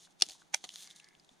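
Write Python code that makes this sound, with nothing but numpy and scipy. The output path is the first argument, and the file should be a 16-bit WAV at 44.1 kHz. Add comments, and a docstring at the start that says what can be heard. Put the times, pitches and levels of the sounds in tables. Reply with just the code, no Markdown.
"""A crouching man snaps dry sticks by hand, close by, on a stony lake shore.
First his jacket rustles over the quiet open air. A thin stick cracks, then a thick one: fibres tear,
the wood gives way and rings, and the stones throw back a short echo. A held piece knocks dully.
Last, a stick slides through his hand. Splinters and bark tick and hands bump softly along the way."""
import sys
import numpy as np
from scipy import signal
from scipy.io import wavfile

SR = 44100
rng = np.random.default_rng(int(sys.argv[2]) if len(sys.argv) > 2 else 0)


def waveform_to_disk(signal):
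    """Save audio, clipped to [-1, 1], as 16-bit WAV at the path in sys.argv[1]."""
    frames = np.transpose(np.atleast_2d(signal))
    scaled = np.clip(frames, -1, 1) * 32767
    samples = np.round(scaled).astype(np.int16)
    wavfile.write(sys.argv[1], SR, samples)


N = 61740  # 1.4 seconds
LEAD = SR // 250  # samples of room for a ring to swell

# The tones of each piece of wood. Each row: pitch in Hz, width in Hz, peak in dB, left over right in dB.
WOOD_TONES = { "thin": [(420, 800, -18, 0), (720, 520, -18.5, -3), (1380, 600, -20, -0.5),
              (2640, 600, -6.5, -1), (3440, 420, -3, 1), (4030, 250, -6, 2), (4480, 400, 1.5, 1.5),
              (5220, 620, 1, 0), (5880, 262, -4, 2), (6400, 340, -6, -0.5), (7150, 650, -13, -1),
              (9000, 1300, -17.5, -1), (10190, 900, -17, 2)], "thick": [(720, 280, -12.5, 1),
              (870, 380, -9, -7.5), (1260, 280, -7, 1), (1580, 370, -7.5, -8.5), (2250, 320, 4, -6),
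              (2600, 340, -5.5, -12), (3260, 320, -3.5, -7.5), (3820, 330, -6, 0.5), (4450, 260, -9.5, -7),
              (5160, 320, -10, 10), (6090, 730, -0.5, -1.5), (7700, 640, -11.5, 4), (9090, 700, -18, 10),
              (10100, 740, -16, 3)], "held": [(226, 154, -0.5, -3), (430, 170, -1.5, 4.5),
              (760, 240, 6.5, -2.5), (1260, 175, -0.5, -5.5), (2010, 480, -7, 5), (3240, 760, -0.5, 0),
              (3700, 300, -1, 2), (4200, 880, 1, 2.5), (6000, 550, -6, 1), (6700, 730, -4, -4),
              (9350, 2700, -15, -6)]}
# The sound between those tones. Each row: frequency in Hz, level in dB.
CRACK_COLOUR = [(40, -48), (150, -37), (500, -32), (2000, -29), (10300, -22.5), (11400, -37),
                (14000, -41.5), (16000, -53.5)]
def wood_ring(tones, brightness_db, size=4096):
    """One push makes wood ring with many tones at once; a sharper push sounds brighter."""
    hz = abs(np.fft.fftfreq(size, 1 / SR))
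    power = spectrum(CRACK_COLOUR, hz) ** 2
    for tone_hz, width_hz, db, pan_db in tones:
        peak = amp(db + np.array([[.5], [-.5]]) * pan_db)
        off_pitch = (hz ** 2 - tone_hz ** 2) / (width_hz * hz + 1)
        power = power + (peak / (1 + off_pitch ** 2)) ** 2
    octaves = np.log2(np.maximum(hz, 700) / 3500)
    return response(np.sqrt(power) * amp(brightness_db * octaves), sudden=0.62)


def fracture(build_s, dying_s, fibres_db, fibres_per_s=7100):
    """Fibres tear ever harder, the wood gives way, the last ones follow. Gives head start and force."""
    lead = SR // 50
    t = np.arange(-lead, 3 * lead) / SR
    swell = np.exp(-abs(t) / np.where(t < 0, build_s, dying_s))
    fibres = grains(len(t), fibres_per_s, spread=0.42) * swell * (t != 0)
    no_bass = signal.butter(1, 1100, "high", fs=SR, output="sos")  # fibres are too small to push bass
    force = amp(fibres_db) * unit(signal.sosfilt(no_bass, fibres))
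    force[:, lead] += 1  # the snap itself
    return (lead + LEAD) / SR, force


# Breaks and a knock. Each row: which wood, time in seconds, strength in dB, build-up in seconds,
# fade in seconds, tearing fibres in dB, brightness in dB per octave.
BREAKS = [("thin", .2109, -6.5, .0007, .0012, -1, .4), ("thin", .2221, 16.77, .0005, .0014, -6.5, -.1),
          ("thin", .22305, 13.1, .0003, .0014, 6.5, 0), ("thick", .5417, 1, 0.0014, 0.0011, 1, -3),
          ("thick", .5431, 5.3, 0.0032, 0.00098, 1.8, -0.97),
          ("thick", .5452, 10.53, 0.00061, 0.0013, -1.8, 0.74),
          ("held", .6415, -7.5, 0.0011, .0072, 8.6, -0.33)]
def sticks(scatter_s=.0012, scatter_db=-10):
    """Each break rings the wood; the crack scatters off hands and knees, differently on each side."""
    out = np.zeros((2, N))
    t = np.arange(SR // 50) / SR
    for wood, s, db, build_s, dying_s, fibres_db, brightness_db in BREAKS:
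        lead_s, force = fracture(build_s, dying_s, fibres_db)
        scatter = unit(stereo_noise(len(t), 0.92) * t ** 2 * np.exp(-2 * t / scatter_s))
        paths = (t == 0) + amp(scatter_db) * scatter
        ring = wood_ring(WOOD_TONES[wood], brightness_db)
        crack = unit(convolve(convolve(force, paths), ring))
        loudness = amp(db) * np.linalg.norm(ring, axis=1, keepdims=True)
        add(out, s - lead_s, loudness * crack)
    return out


# Splinters and bark. Each row: time in seconds, strength in dB, pitch in Hz, fade in seconds, ring in dB.
TICKS = [(.2011, -29, 4300, .0008, 8), (.237, -21, 4400, 0.00066, 9), (.265, -28, 6700, 0.0016, 12),
         (.288, -22.5, 6600, .0018, 2), (0.2954, -26.5, 4850, .0008, 11), (0.2985, -24, 3000, .0018, 1),
         (0.3078, -24.5, 4500, .0008, 19), (.3198, -29, 4140, 0.00051, 16), (0.6511, -27, 3960, .0008, 3),
         (0.691, -20.5, 3300, 0.00084, 16), (0.692, -25.5, 4830, 0.00038, 18),
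         (0.7036, -30, 3280, .0006, 17), (.7388, -28, 6400, 0.0032, 8), (0.7586, -19, 3220, 0.00066, 1),
         (.785, -30, 3570, 0.0022, 13), (.824, -28.5, 3700, 0.00066, -3), (0.8739, -28.5, 4930, 0.0013, 4),
         (.904, -29.5, 3650, .0015, 17), (.91, -27.5, 3640, .0018, 21), (.9613, -31.5, 4500, .0024, 6),
         (0.9995, -30, 2720, .002, 12), (1.044, -33, 4740, .001, 15), (1.0872, -37, 5000, .0018, 9.5),
         (1.151, -38.5, 3100, .001, 22), (1.1978, -37, 4960, 0.0021, 21), (1.247, -41, 4000, .004, 6),
         (1.2914, -35, 3600, .0018, 22)]
# The tone all ticks share. Each row: frequency in Hz, level in dB.
TICK_COLOUR = [(100, -29.5), (750, -13), (1700, -11.5), (3200, -3), (6500, -3), (7800, -6.5), (10200, -7),
               (12000, -24), (16000, -34.5)]
def splinters():
    """Tiny breaks tick, each with one broad tone; the shortest ticks are the driest."""
    out = np.zeros((2, N))
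    for s, db, hz, dying_s, ring_db in TICKS:
        lead_s, force = fracture(build_s=0.00039, dying_s=dying_s, fibres_db=5)
        ring = colour(TICK_COLOUR, hz, width_hz=.9 / dying_s, peak=amp(ring_db))
        add(out, s - lead_s, amp(db) * unit(convolve(force, ring)))
    return out


# Soft bumps. Each row: start in seconds, strength in dB, pitch in Hz, fade in seconds.
BUMPS = [(.072, -41.5, 1460, 0.0026), (.265, -36.5, 304, 0.043), (.288, -34, 760, 0.018),
         (.349, -40, 960, 0.004), (.418, -35.5, 1470, 0.0058), (.655, -37.5, 776, 0.0028),
         (.874, -44, 1170, 0.0027), (1.17, -41.5, 180, 0.023), (1.292, -48, 740, 0.0026),
         (1.311, -39, 230, .012)]
def bumps(damping=0.16):
    """Soft pushes, mostly hands and wood meeting, ring dully and die fast."""
    out = np.zeros((2, N))
    t = np.arange(SR // 15) / SR
    for s, db, hz, dying_s in BUMPS:
        push = stereo_noise(len(t)) * np.exp(-t / dying_s)
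        ring = np.exp(-np.pi * damping * hz * t) * np.sin(2 * np.pi * hz * t)
        add(out, s, amp(db) * unit(convolve(push, ring)))
    return out


# How hard sleeves and bark rub. Each row: time in seconds, level in dB.
RUB_LEVELS = [(0, -61), (0.058, -59.5), (0.086, -77.5), (.11, -66), (.14, -79.5), (0.181, -78),
              (0.206, -56), (.28, -58), (0.322, -53.5), (0.389, -69.5), (.412, -63.5), (.44, -74.5),
              (0.518, -77), (0.544, -48), (.575, -57), (.6, -67), (.67, -62), (.78, -53), (0.831, -51.5),
              (.892, -64), (.915, -56), (.945, -70), (0.964, -57), (1.02, -69), (1.131, -75.5), (1.28, -76),
              (1.325, -69), (1.36, -76)]
# The tone of the rubbing. Each row: frequency in Hz, level in dB.
RUB_COLOUR = [(100, -33), (250, -19), (500, -18.5), (800, -19.5), (1400, -15), (2100, -13.5), (2700, -10),
              (3550, 2), (4500, -2.5), (5300, -4), (6500, 1.5), (7900, -7.5), (9700, -4), (11500, -18.5),
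              (14000, -13.5), (16000, -38)]
def rustle(fizz_hz=10700, fizz_full_db=-53.5):
    """Cloth and bark make countless small slips, some coarser; harder rubbing is brighter."""
    coarse = amp(-1.5) * evened(grains(N, per_s=1000))
    slips = evened(stereo_noise(N)) + coarse
    rubbing = evened(convolve(slips, colour(RUB_COLOUR))[:, LEAD:LEAD + N])
    level_db = np.interp(np.arange(N) / SR, *np.transpose(RUB_LEVELS))
    body = signal.sosfiltfilt(signal.butter(4, fizz_hz, fs=SR, output="sos"), rubbing)
    fizz = (rubbing - body) * amp(level_db - fizz_full_db)
    return amp(level_db) * (body + fizz)


# How loud the sliding stick is. Each row: time in seconds, level in dB.
SLIDE_LEVELS = [(.72, -80), (.84, -69.5), (1, -72.5), (1.095, -66), (1.21, -87.5)]
# The tones of that stick. Each row: pitch in Hz, width in Hz, relative level in dB.
SLIDE_TONES = [(1725, 150, -1), (2087, 260, 0.5)]
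def slide():
    """Bark catches on the palm in many small slips that ring two tones of the stick."""
    slips = grains(N, per_s=900)
    ring = np.zeros((2, N))
    for hz, width_hz, db in SLIDE_TONES:
        ring += amp(db) * evened(band(slips, hz - width_hz / 2, hz + width_hz / 2))
    level_db = np.interp(np.arange(N) / SR, *np.transpose(SLIDE_LEVELS), left=-np.inf, right=-np.inf)
    return amp(level_db) * evened(ring)


# Echo off the stones. Each row: low edge in Hz, high edge in Hz, seconds to fade by 60 dB, level in dB.
STONE_ECHOES = [(120, 600, 0.063, -22), (599, 2200, .06, -21), (2600, 16000, .055, -21)]
def echo(x, delay_s=0.0018, shore_fade_s=.35, shore_db=-33):
    """Sound bounces quickly off nearby stones, and the shore adds a faint tail."""
    t = np.arange(SR // 2) / SR
    tail = amp(shore_db) * unit(stereo_noise(len(t), 0.8) * amp(-60 * t / shore_fade_s))
    for low_hz, high_hz, fade_s, db in STONE_ECHOES:
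        bounces = stereo_noise(len(t), 0.7) * (t > delay_s) * amp(-60 * t / fade_s)
        tail += amp(db) * unit(band(bounces, low_hz, high_hz))
    return convolve(x, tail)[:, :N]


# The tone of the open air. Each row: frequency in Hz, relative level in dB.
AIR_COLOUR = [(25, -7.5), (50, -12.5), (110, -12), (135, -5.5), (165, 5), (230, -4), (360, -1), (520, -10),
              (800, -1.5), (1100, -9.5), (2000, -12), (4000, -18.5), (9000, -29), (12000, -27),
              (16000, -39.5)]
def air(level_db=-69):
    """The open shore makes a faint, steady wash."""
    wash = convolve(stereo_noise(2 * N, spread=1), colour(AIR_COLOUR, size=8192))
    return amp(level_db) * evened(wash[:, N:2 * N])


def amp(db):
    return 10 ** (np.asarray(db) / 20)


def evened(x):
    """Scales a sound to an average power of 1."""
    return x / np.sqrt(np.mean(x ** 2) + 1e-20)


def unit(x):
    """Scales each channel to a total energy of 1."""
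    return x / np.sqrt(np.sum(x ** 2, axis=-1, keepdims=True) + 1e-20)


def add(mix, s, sound):
    part = mix[:, max(round(s * SR), 0):][:, :sound.shape[1]]
    part += sound[:, :part.shape[1]]


def convolve(x, ring):
    return signal.fftconvolve(np.atleast_2d(x), np.atleast_2d(ring), axes=1)


def band(x, low_hz, high_hz):
    return signal.sosfilt(signal.butter(2, [low_hz, high_hz], "band", fs=SR, output="sos"), x)


def stereo_noise(size, spread=0.17):
    """Hiss for left and right; more spread sounds wider."""
    mid, side = rng.standard_normal((2, size))
    return np.array([mid + spread * side, mid - spread * side])


def grains(size, per_s, spread=0.17):
    """Tiny clicks at random moments."""
    return stereo_noise(size, spread) * (rng.random(size) < per_s / SR)


def spectrum(points, hz):
    """Reads the gain at these frequencies from rows of Hz and dB."""
    points_hz, db = np.transpose(points)
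    return amp(np.interp(np.log(hz + 1), np.log(points_hz), db))


def response(gain, sudden=1):
    """A ring with this spectrum: it starts at once if sudden is 1, and swells first if less."""
    phase = -signal.hilbert(np.log(gain)).imag
    ring = np.fft.ifft(gain * np.exp(1j * sudden * phase)).real
    return np.roll(ring, LEAD, axis=-1)


def colour(points, peak_hz=1000, width_hz=1, peak=0, size=2048):
    """A filter shaped by rows of Hz and dB, with one ringing tone if wanted."""
    hz = abs(np.fft.fftfreq(size, 1 / SR))
    tone = peak / (1 + (2 * (hz - peak_hz) / width_hz) ** 2)
    return response(spectrum(points, hz) * (1 + tone))


def scene():
    """The cracking wood and its echo, over the softer sounds."""
    wood = sticks() + splinters()
    return wood + echo(wood) + bumps() + slide() + rustle() + air()


def record(dry, top_hz=16200):
    """The microphone loses the very highest treble."""
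    low_pass = signal.firwin(511, top_hz, window=("kaiser", 9), fs=SR)
    return signal.oaconvolve(dry, low_pass[None], "same")


dry = scene()
out = record(dry)
waveform_to_disk(out)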